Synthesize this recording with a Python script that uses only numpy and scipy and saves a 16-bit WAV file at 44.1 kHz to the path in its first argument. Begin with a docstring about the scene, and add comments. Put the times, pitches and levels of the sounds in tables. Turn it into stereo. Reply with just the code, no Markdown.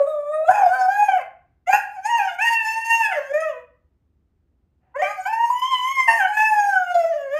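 """Dog howling in a tiled room

A dog howls close by in a tiled living room: long wavering calls, short yelps, pauses, one faint inhale.
The vocal folds give a near-clean harmonic stack that at times repeats only every two to five cycles.
Throat and mouth colour the harmonics; the hard room smears each glide into a decaying noise tail.
Shaped noise makes the floor: a lumpy low rumble under a faint hiss."""
import sys
import numpy as np
from scipy import signal
from scipy.fft import rfft, irfft
from scipy.io import wavfile
from scipy.ndimage import uniform_filter1d, minimum_filter1d

SR = 44100
rng = np.random.default_rng(int(sys.argv[2]) if len(sys.argv) > 2 else 0)


def transcribe(signal):
    """Save signal, clipped to [-1, 1], as a 16-bit WAV file at the path in sys.argv[1]."""
    frames = np.atleast_2d(signal).T
    limited = np.clip(frames, -1, 1)
    pcm = np.round(limited * 32767).astype(np.int16)
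    wavfile.write(sys.argv[1], SR, pcm)


N = 325899


def from_db(db):
    """Decibels to amplitude gain."""
    return 10 ** (np.asarray(db) / 20)


def rms_one(x):
    """Scale to unit rms."""
    return x / np.sqrt(np.mean(x ** 2) + 1e-20)


def at_hz(points, hz):
    """Interpolate a table of values on a log-frequency axis."""
    point_hz, point_values = np.transpose(points)
    return np.interp(np.log(np.maximum(hz, 1)), np.log(point_hz), point_values)


def drift(rate_hz):
    """Slow chance: white noise through two one-pole low-passes; rms 1."""
    r = np.exp(-2 * np.pi * rate_hz / SR)
    white = rng.standard_normal(N + SR)
    settled = signal.lfilter([1], [1, -2 * r, r * r], white)[SR:]
    return rms_one(settled)


def coloured(spectrum, channels):
    """Gaussian noise shaped by a spectrum; rms 1."""
    hz = np.fft.rfftfreq(N, 1 / SR)
    white = rng.standard_normal((channels, N))
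    return rms_one(irfft(rfft(white) * from_db(at_hz(spectrum, hz)), N))


def pair(mid, side, alike):
    """Left and right from a shared and an opposed part; alike is their correlation."""
    alike = np.clip(alike, -1, 1)
    opposed = side * np.array([[1], [-1]])
    return np.sqrt((1 + alike) / 2) * mid + np.sqrt((1 - alike) / 2) * opposed


def gate(start_s, end_s, edge_s):
    """One between start and end, with linear edges."""
    t = np.arange(N) / SR
    return np.clip(np.minimum(t - start_s, end_s - t) / edge_s + .5, 0, 1)


# floor noise density: [f/Hz, level/dB per Hz]
FLOOR_SPECTRUM = [(20, -24), (33, -18), (48, -8), (68, 0), (110, -9), (200, -14), (290, -14), (500, -27),
                  (1000, -34), (2000, -41), (4000, -49), (8000, -55), (15500, -57)]
FLOOR_DB, FLOOR_ALIKE = -66.3, .78


def floor(lumps_db):
    """Stereo noise; a slow random gain makes the part below 130 Hz lumpy, the hiss stays smooth."""
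    noise = pair(*coloured(FLOOR_SPECTRUM, channels=2), FLOOR_ALIKE)
    rumble = signal.sosfilt(signal.butter(2, 130, fs=SR, output="sos"), noise)
    lumps = from_db(lumps_db * drift(1.5)) - 1
    return from_db(FLOOR_DB) * (noise + rumble * lumps)


# reverberation time: [f/Hz, T60/s]
ROOM_DECAY = [(300, 0.38), (800, 0.4), (2100, 0.44), (5500, 0.2), (12000, 0.23)]
ROOM_DB, ROOM_ALIKE, ROOM_GAP_S = -4.5, -0.19, 0.0034
ROOM_TREBLE_DB_PER_OCTAVE = -2   # above 3 kHz: soft furnishings swallow reflections


def room(x):
    """Dense reflections as noise bands, each dying at its own T60, partly opposed at the two sides."""
    size = SR
    t = np.arange(size) / SR
    edges_hz = 200 * 2. ** np.arange(0, 6.6, .5)
    white = rng.standard_normal((2, 2, size))
    tail = 0
    for k, (low, high) in enumerate(zip(edges_hz, edges_hz[1:])):
        band_filter = signal.butter(2, [low, high], "band", fs=SR, output="sos")
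        band = signal.sosfilt(band_filter, white[k % 2])
        t60 = at_hz(ROOM_DECAY, np.sqrt(low * high))
        treble_db = ROOM_TREBLE_DB_PER_OCTAVE * max(np.log2(low / 3000), 0)
        decay = from_db(treble_db - 60 * t / t60) / np.sqrt(t60)
        tail = tail + band * decay * (t > ROOM_GAP_S)
    tail = pair(tail[0], tail[1], ROOM_ALIKE)
    tail = tail / np.sqrt(np.sum(tail ** 2) / 2)      # unit mean energy per side
    return signal.fftconvolve(x[None], tail, axes=1)[:, :N]


# the voice catches, then restarts sharply: [restart t/s, level/dB]
VOICE_CATCHES = [(.066, -4.5), (0.314, -5), (0.484, -6.5), (0.658, -14), (0.883, -18), (1.085, -8),
                 (1.12, -11.5), (1.73, -6), (5.02, -10), (5.26, -6), (5.619, -21), (6.08, -4), (6.371, -11),
                 (6.954, -6), (7.137, 0.5)]
CATCH_FADE_S, CATCH_RESTART_S = 0.021, .004      # before the restart: fade begins, fade ends


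def catches():
    """Gain that moves to each catch's level and springs back as the voice restarts."""
    t = np.arange(N) / SR
    total_db = 0
    for s, db in VOICE_CATCHES:
        total_db = total_db + db * np.interp(t, [s - CATCH_FADE_S, s - CATCH_RESTART_S, s], [0, 1, 0])
    return from_db(total_db)


# lips drawn nearly shut: [start t/s, end t/s]
LIPS_NARROW = [(-1, .47)]


def lips_narrow():
    """One while the lips are drawn nearly shut, zero while the mouth is open."""
    return sum(gate(start, end, .03) for start, end in LIPS_NARROW)


# throat colour of harmonics 2-4, hollow near 4 kHz: [f/Hz, level/dB]
THROAT_LOWER = [(900, -8), (1250, -10), (1600, -3), (1880, 0), (2300, -8), (2750, 0), (3250, -14),
                (3600, -33), (3900, -38), (4400, -22)]
# mouth opening, as lift of harmonics 3 and 4 against 2: [t/s, level/dB]
MOUTH_OPENING = [(0, -31), (.44, -31.5), (.55, -8.5), (0.851, -17.5), (1.099, 0.5), (1.698, -3), (2.1, -5),
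                 (2.302, 6), (2.601, -6), (3.0, 5), (3.4, 5), (3.6, -19), (4.96, -11.5), (5.049, 2),
                 (5.299, -11), (5.75, 14), (6.05, -12), (6.3, -17.5), (6.46, -0.5), (6.8, -27), (7.052, -6),
                 (7.38, -8.5)]
FOURTH_DB = -10   # extra on harmonic 4 with the mouth open


def middle(pitch_hz, phase, wander_db):
    """Harmonics 2-4 under throat colour and mouth opening, each swelling on its own; rms 1."""
    lift_db = np.interp(np.arange(N) / SR, *np.transpose(MOUTH_OPENING))
    fourth_db = FOURTH_DB * (1 - lips_narrow())
    total, power = 0, 0
    for k in range(2, 5):
        mouth_db = lift_db * (k > 2) + fourth_db * (k > 3)
        gain = from_db(at_hz(THROAT_LOWER, k * pitch_hz) + mouth_db + wander_db * drift(7.2))
        total = total + gain * np.sin(k * phase)
        power = power + gain ** 2 / 2
    return total / np.sqrt(power)


# throat colour above harmonic 4, mouth open: [f/Hz, level/dB]
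THROAT_UPPER = [(2300, 22), (3100, 2), (3500, -1.5), (3800, -21.5), (4400, -13.5), (5300, -5.5),
                (5800, -14), (6500, -2), (7800, -15.5), (9200, -12.5), (11600, -11.5), (13300, -15),
                (14200, -24.5), (15400, -41.5)]
# the same, lips drawn nearly shut: [f/Hz, level/dB]
THROAT_NARROW = [(1590, -68), (2700, -41.5), (3310, -28), (3670, 11), (4530, -32.5), (4940, -21.5),
                 (6060, -37), (6710, -10.5), (8170, -9), (8920, -5), (10700, -15), (13400, -15),
                 (15400, -70.5)]


def overtones(pitch_hz, phase, wander_db, hiss_db):
    """Harmonics 5-27 under throat colour, each swelling on its own, plus the air hissing with them."""
    narrow = lips_narrow()
    total, power = 0, 0
    for k in range(5, 28):
        open_db = at_hz(THROAT_UPPER, k * pitch_hz)
        narrow_db = at_hz(THROAT_NARROW, k * pitch_hz)
        gain = from_db((1 - narrow) * open_db + narrow * narrow_db)
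        total = total + gain * from_db(wander_db * drift(11.0)) * np.sin(k * phase + k * k)
        power = power + gain ** 2 * (k * pitch_hz > 4200) / 2      # level reference: above 4.2 kHz only
    treble_filter = signal.butter(3, 4800, "high", fs=SR, output="sos")
    hiss = signal.sosfilt(treble_filter, coloured(THROAT_UPPER, channels=1)[0])
    return total / np.sqrt(power) + from_db(hiss_db + drift(25.)) * rms_one(hiss)


# one curve per call or phrase: [t/s, pitch f/Hz, fundamental level/dB, middle level/dB, upper level/dB]
HOWL_CURVES = [
    [(0.012, 566.7, -12, -31, -65), (0.054, 558.4, -31.5, -43, -65), (0.076, 634, -21, -37, -57),
     (0.196, 580, -28, -37, -64.5), (0.282, 587, -31, -34, -67), (0.306, 610, -25, -48, -61.5),
     (0.34, 619, -20.5, -24.5, -55), (0.406, 629.5, -16.5, -51, -66.5), (0.446, 636.6, -12.5, -36, -62),
     (0.47, 684, -44, -36, -58)],
    [(0.475, 654, -28, -30, -42), (0.487, 692.6, -7.5, -20, -48), (0.513, 847, -24, -28, -42),
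     (0.611, 808.4, -14.5, -33, -48), (0.627, 744, -11, -33, -51), (0.651, 733, -22, -36, -46),
     (0.671, 698, -8, -39.5, -47), (0.755, 778, -33.5, -17, -46), (0.785, 759.4, -28, -38, -47),
     (0.88, 740.6, -18.5, -28, -45)],
    [(0.89, 778, -12, -27.5, -50), (0.966, 830, -31.5, -19, -44), (0.974, 822, -17, -28, -42.5),
     (1.028, 832.8, -12, -29.5, -48.5), (1.07, 817, -42, -39.5, -41.5), (1.088, 795.5, -7, -20, -42),
     (1.14, 748, -22.5, -26.5, -50), (1.174, 712, -17, -38, -52), (1.202, 526, -41, -32.5, -59.5),
     (1.22, 520, -36, -36, -55)],
    [(1.665, 680, -56, -45, -64), (1.677, 687.1, -19, -26.5, -45.5), (1.703, 795.6, -13.5, -30.5, -43.5),
     (1.721, 796.6, -43, -19, -36), (1.735, 806.6, -5.5, -13.5, -32), (1.779, 867.7, -31.5, -36.5, -41.5),
     (1.859, 766.2, -36.5, -55, -61), (1.951, 855.5, -38.5, -52, -60.5), (1.979, 750, -33.5, -45, -67),
     (2.02, 792, -49, -60, -64)],
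    [(2.035, 772, -46, -39, -53), (2.061, 859, -14.5, -30, -34.5), (2.101, 953.7, -22.5, -24, -40),
     (2.157, 926, -15, -24.5, -46.5), (2.183, 913.5, -17, -28, -35.5), (2.201, 818.4, -17, -21, -44),
     (2.271, 755.6, -27.5, -37, -50.5), (2.295, 719.4, -65, -23.5, -47.5),
     (2.313, 694.3, -31.5, -44.5, -57), (2.35, 710, -35, -49, -53)],
    [(2.385, 732, -29, -26, -48), (2.415, 864, -20.5, -14, -33.5), (2.451, 933.4, -17.5, -21.5, -35),
     (2.483, 928, -35, -13, -30.5), (2.505, 931, -16.5, -30, -38), (2.537, 915.4, -17, -24, -28),
     (2.567, 909, -35, -17.5, -53), (2.655, 878.7, -21.5, -26.5, -39), (2.817, 912.5, -29, -29.5, -45),
     (2.84, 905.6, -49, -20.5, -50)],
    [(2.85, 910.6, -26.5, -31.5, -39), (2.934, 917.8, -17.5, -12, -34), (2.994, 914.7, -26, -24, -40),
     (3.014, 901.7, -10.5, -20, -36.5), (3.064, 840, -40, -20, -41), (3.098, 804, -27.5, -34.5, -56),
     (3.124, 721.6, -26.5, -22, -42.5), (3.192, 553, -26, -36.5, -56), (3.25, 523, -56, -40.5, -57),
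     (3.32, 559, -20.5, -36.5, -57)],
    [(3.325, 589.2, -46, -48, -70), (3.339, 590, -20, -27.5, -48), (3.399, 641, -18.5, -27.5, -57),
     (3.407, 634.5, -15.5, -35, -41), (3.431, 648.6, -16.5, -26.5, -54.5), (3.477, 614, -28, -31, -55.5),
     (3.503, 573, -31.5, -41.5, -59.5), (3.537, 502, -39, -41, -69), (3.577, 497.6, -34, -48, -72.5),
     (3.62, 486, -51.5, -52, -78)],
    [(4.945, 477.6, -60, -37.5, -95), (4.963, 536.3, -20, -24.5, -56.5), (4.983, 589.4, -30.5, -39, -63.5),
     (5.015, 631.4, -19, -19.5, -45), (5.025, 771, -15, -29, -42.5), (5.047, 770.5, -38.5, -23, -47),
     (5.113, 835, -30, -38.5, -46.5), (5.159, 795, -56, -56, -59), (5.187, 748.4, -27.5, -42, -53.5),
     (5.25, 765, -54, -42, -53)],
    [(5.255, 746, -25.5, -22, -47), (5.273, 798, -25, -29.5, -41), (5.291, 868, -21.5, -37, -59),
     (5.335, 892, -15.5, -32.5, -44), (5.371, 915, -24.5, -35, -52.5), (5.441, 939.6, -12.5, -31, -46),
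     (5.491, 904, -51, -70, -48.5), (5.503, 980, -13.5, -62, -45), (5.583, 996.7, -32.5, -34, -50),
     (5.61, 1017, -28, -53.5, -35)],
    [(5.615, 1009, -29, -26.5, -49), (5.625, 1014, -16.5, -28.5, -37.5), (5.701, 1078, -27.5, -32.5, -46.5),
     (5.737, 1033, -13.5, -26.5, -37), (5.759, 1006, -31, -22, -46), (5.813, 993.4, -27.5, -33, -45.5),
     (5.915, 1081, -18, -28, -38), (5.939, 1086, -40, -28.5, -47.5), (6.003, 1047, -12.5, -14, -37),
     (6.07, 1018, -44, -39, -47.5)],
    [(6.078, 922.3, -28, -28, -36), (6.084, 909.3, -12, -11.5, -35), (6.12, 915, -16, -14.5, -33.5),
     (6.15, 917, -41, -26, -43), (6.176, 912, -23, -29, -36), (6.212, 787, -21, -17.5, -43.5),
     (6.262, 738, -25.5, -22, -53), (6.284, 838, -28, -40, -47), (6.312, 837, -20.5, -47, -51),
     (6.335, 842, -26, -27.5, -50)],
    [(6.34, 841, -39, -33, -48), (6.374, 856.3, -16.5, -15, -34), (6.474, 875, -15.5, -21, -41),
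     (6.498, 861.3, -13.5, -37, -42), (6.596, 825, -15, -20.5, -40.5), (6.7, 801.2, -19.5, -25, -43.5),
     (6.764, 755, -27, -17, -51), (6.856, 708, -31, -33, -54.5), (6.918, 716.5, -17.5, -27.5, -46),
     (6.94, 704, -23, -67, -58)],
    [(6.945, 697, -14, -32, -35.5), (6.961, 689.4, -5.5, -33, -44.5), (6.993, 685.7, -18, -34.5, -48),
     (7.057, 651, -9.5, -42, -50.5), (7.101, 674.7, -53, -45, -54), (7.135, 580, -31, -38.5, -55.5),
     (7.169, 621, -24, -49, -59), (7.179, 574, -35.5, -41.5, -58.5), (7.299, 536.5, -26, -38.5, -65.5),
     (7.375, 626, -24, -30.5, -47.5)],
]
# pauses between calls, voice silent: [start t/s, end t/s]
VOICE_RESTS = [(1.221, 1.665), (2.351, 2.385), (3.62, 4.945)]
# erratic cycle lengths where the voice breaks: [start t/s, end t/s, spread/share of pitch]
VOICE_BREAKS = [(.49, .66, .028), (1.08, 1.2, .008), (1.665, 1.8, .012), (1.85, 2.04, .012),
                (2.15, 2.3, .009), (2.39, 2.44, .008), (3.07, 3.22, .022), (4.95, 5.12, .013),
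                (6.075, 6.3, .008), (6.36, 6.41, .006)]
RASP_SHIMMER_DB = 60   # scatter of cycle strength, per unit of spread
# folds repeat after several cycles: [start t/s, end t/s, cycles, [(pattern harmonic, starting level/dB)]]
UNEVEN_FOLDS = [(0.499, 0.526, 5, [(4, -24), (6, -21), (9, -18), (11, -51)]), (0.557, 0.643, 5, [(6, -30),
                (7, -41), (9, -32), (11, -34)]), (0.723, 0.859, 3, [(2, -38.5), (4, -33.5), (5, -36),
                (7, -39.5), (10, -57.5)]), (1.726, 1.767, 4, [(5, -27.5), (7, -18), (9, -20), (13, -18.5)]),
                (5.017, 5.067, 4, [(2.94, -20)]), (5.019, 5.146, 2, [(3, -27), (5, -34.5), (7, -53)]),
                (5.257, 5.283, 4, [(5, -29)]), (6.077, 6.169, 4, [(3, -23.5), (5, -30), (7, -32), (9, -26),
                (11, -37), (13, -40)])]
# breath noise density: [f/Hz, level/dB per Hz]
BREATH_SPECTRUM = [(300, -45), (500, -6), (800, 0), (1250, -14), (1800, -9), (2200, -18), (2800, -16),
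                   (3500, -40), (16000, -60)]
BREATH_DB, RASP_BREATH_DB = -37, 700   # against middle harmonics; extra per unit of spread
# audible inhale: (start t/s, end t/s, level/dB)
INHALE_SPAN = (4.82, 4.96, -71)


def voice(jitter, shimmer_db):
    """Fold harmonics on the pitch curve, uneven-cycle lines, and breath puffed once a cycle."""
    t = np.arange(N) / SR
    s, *columns = np.transpose(np.concatenate(HOWL_CURVES))
    pitch_hz, low_db, middle_db, upper_db = [np.interp(t, s, c) for c in columns]
    sounding = 1 - sum(gate(start, end, 0.0097) for start, end in VOICE_RESTS)

    rasp = sum(spread * gate(start, end, .02) for start, end, spread in VOICE_BREAKS)
    scattered_hz = pitch_hz * (1 + jitter * drift(60.) + rasp * drift(150.))
    phase = 2 * np.pi * np.cumsum(scattered_hz) / SR
    tone = np.sqrt(2) * from_db(low_db) * np.sin(phase)
    tone = tone + from_db(middle_db) * middle(pitch_hz, phase, wander_db=4.5)
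    upper_phase = phase + .05 * drift(90.)
    tone = tone + from_db(upper_db - 3) * overtones(pitch_hz, upper_phase, wander_db=5.0, hiss_db=-3)

    for start, end, cycles, lines in UNEVEN_FOLDS:
        settle_db = -6 * np.clip((t - start) / (end - start), 0, 1)      # fades as the folds settle
        pattern = sum(from_db(db) * np.sin(round(k) / round(cycles) * phase + k * k) for k, db in lines)
        tone = tone + gate(start, end, 0.02) * from_db(settle_db) * pattern

    air = coloured(BREATH_SPECTRUM, channels=1)[0]
    breath_db = middle_db + BREATH_DB + RASP_BREATH_DB * rasp
    breath = from_db(breath_db) * air * (1 + .5 * np.cos(phase))
    inhale_start, inhale_end, inhale_db = INHALE_SPAN
    inhale = from_db(inhale_db) * gate(inhale_start, inhale_end, .04) * air
    shimmer = from_db(shimmer_db * drift(30.) + RASP_SHIMMER_DB * rasp * drift(180.0))
    dog = (tone * shimmer + breath) * sounding * catches() + inhale
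    mouth = signal.butter(8, 480, "high", fs=SR, output="sos")      # a small mouth radiates no bass
    return signal.sosfilt(mouth, dog)


PAN_DB = -1   # left minus right


def scene():
    """The dog direct, its room tail and the floor, summed in stereo."""
    dog = voice(jitter=0.0024, shimmer_db=1.5)
    direct = from_db(-2.0) * dog * from_db([[PAN_DB / 2], [-PAN_DB / 2]])
    direct[1] = np.roll(direct[1], 1)      # right lags one sample: dog a little nearer the left side
    return direct + from_db(ROOM_DB) * room(dog) + floor(lumps_db=4.0)


# narrow treble band left nearly silent: (low f/Hz, high f/Hz)
TREBLE_DIP_BAND_HZ = (10050, 11280)
LOPSIDED_DB = -20.5   # uneven microphone travel: gain of the squared term
CUTOFF_HZ = 15570


def record(dry):
    """Squaring leaves the envelope in the bass; then a treble dip, a peak limiter and a cut top."""
    bass_filter = signal.butter(2, [90, 420], "band", fs=SR, output="sos")
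    bass = signal.sosfilt(bass_filter, dry ** 2)
    dip_filter = signal.butter(2, TREBLE_DIP_BAND_HZ, "bandstop", fs=SR, output="sos")
    wet = signal.sosfilt(dip_filter, dry) + from_db(LOPSIDED_DB) * bass
    allowed = 1 / np.maximum(np.abs(wet).max(axis=0), 1)      # keeps each sample inside full scale
    gain = uniform_filter1d(minimum_filter1d(allowed, size=441), size=441)      # eased over 10 ms
    top_filter = signal.cheby2(16, 30, CUTOFF_HZ, fs=SR, output="sos")
    return signal.sosfilt(top_filter, wet * gain)


dry = scene()
out = record(dry)
transcribe(out)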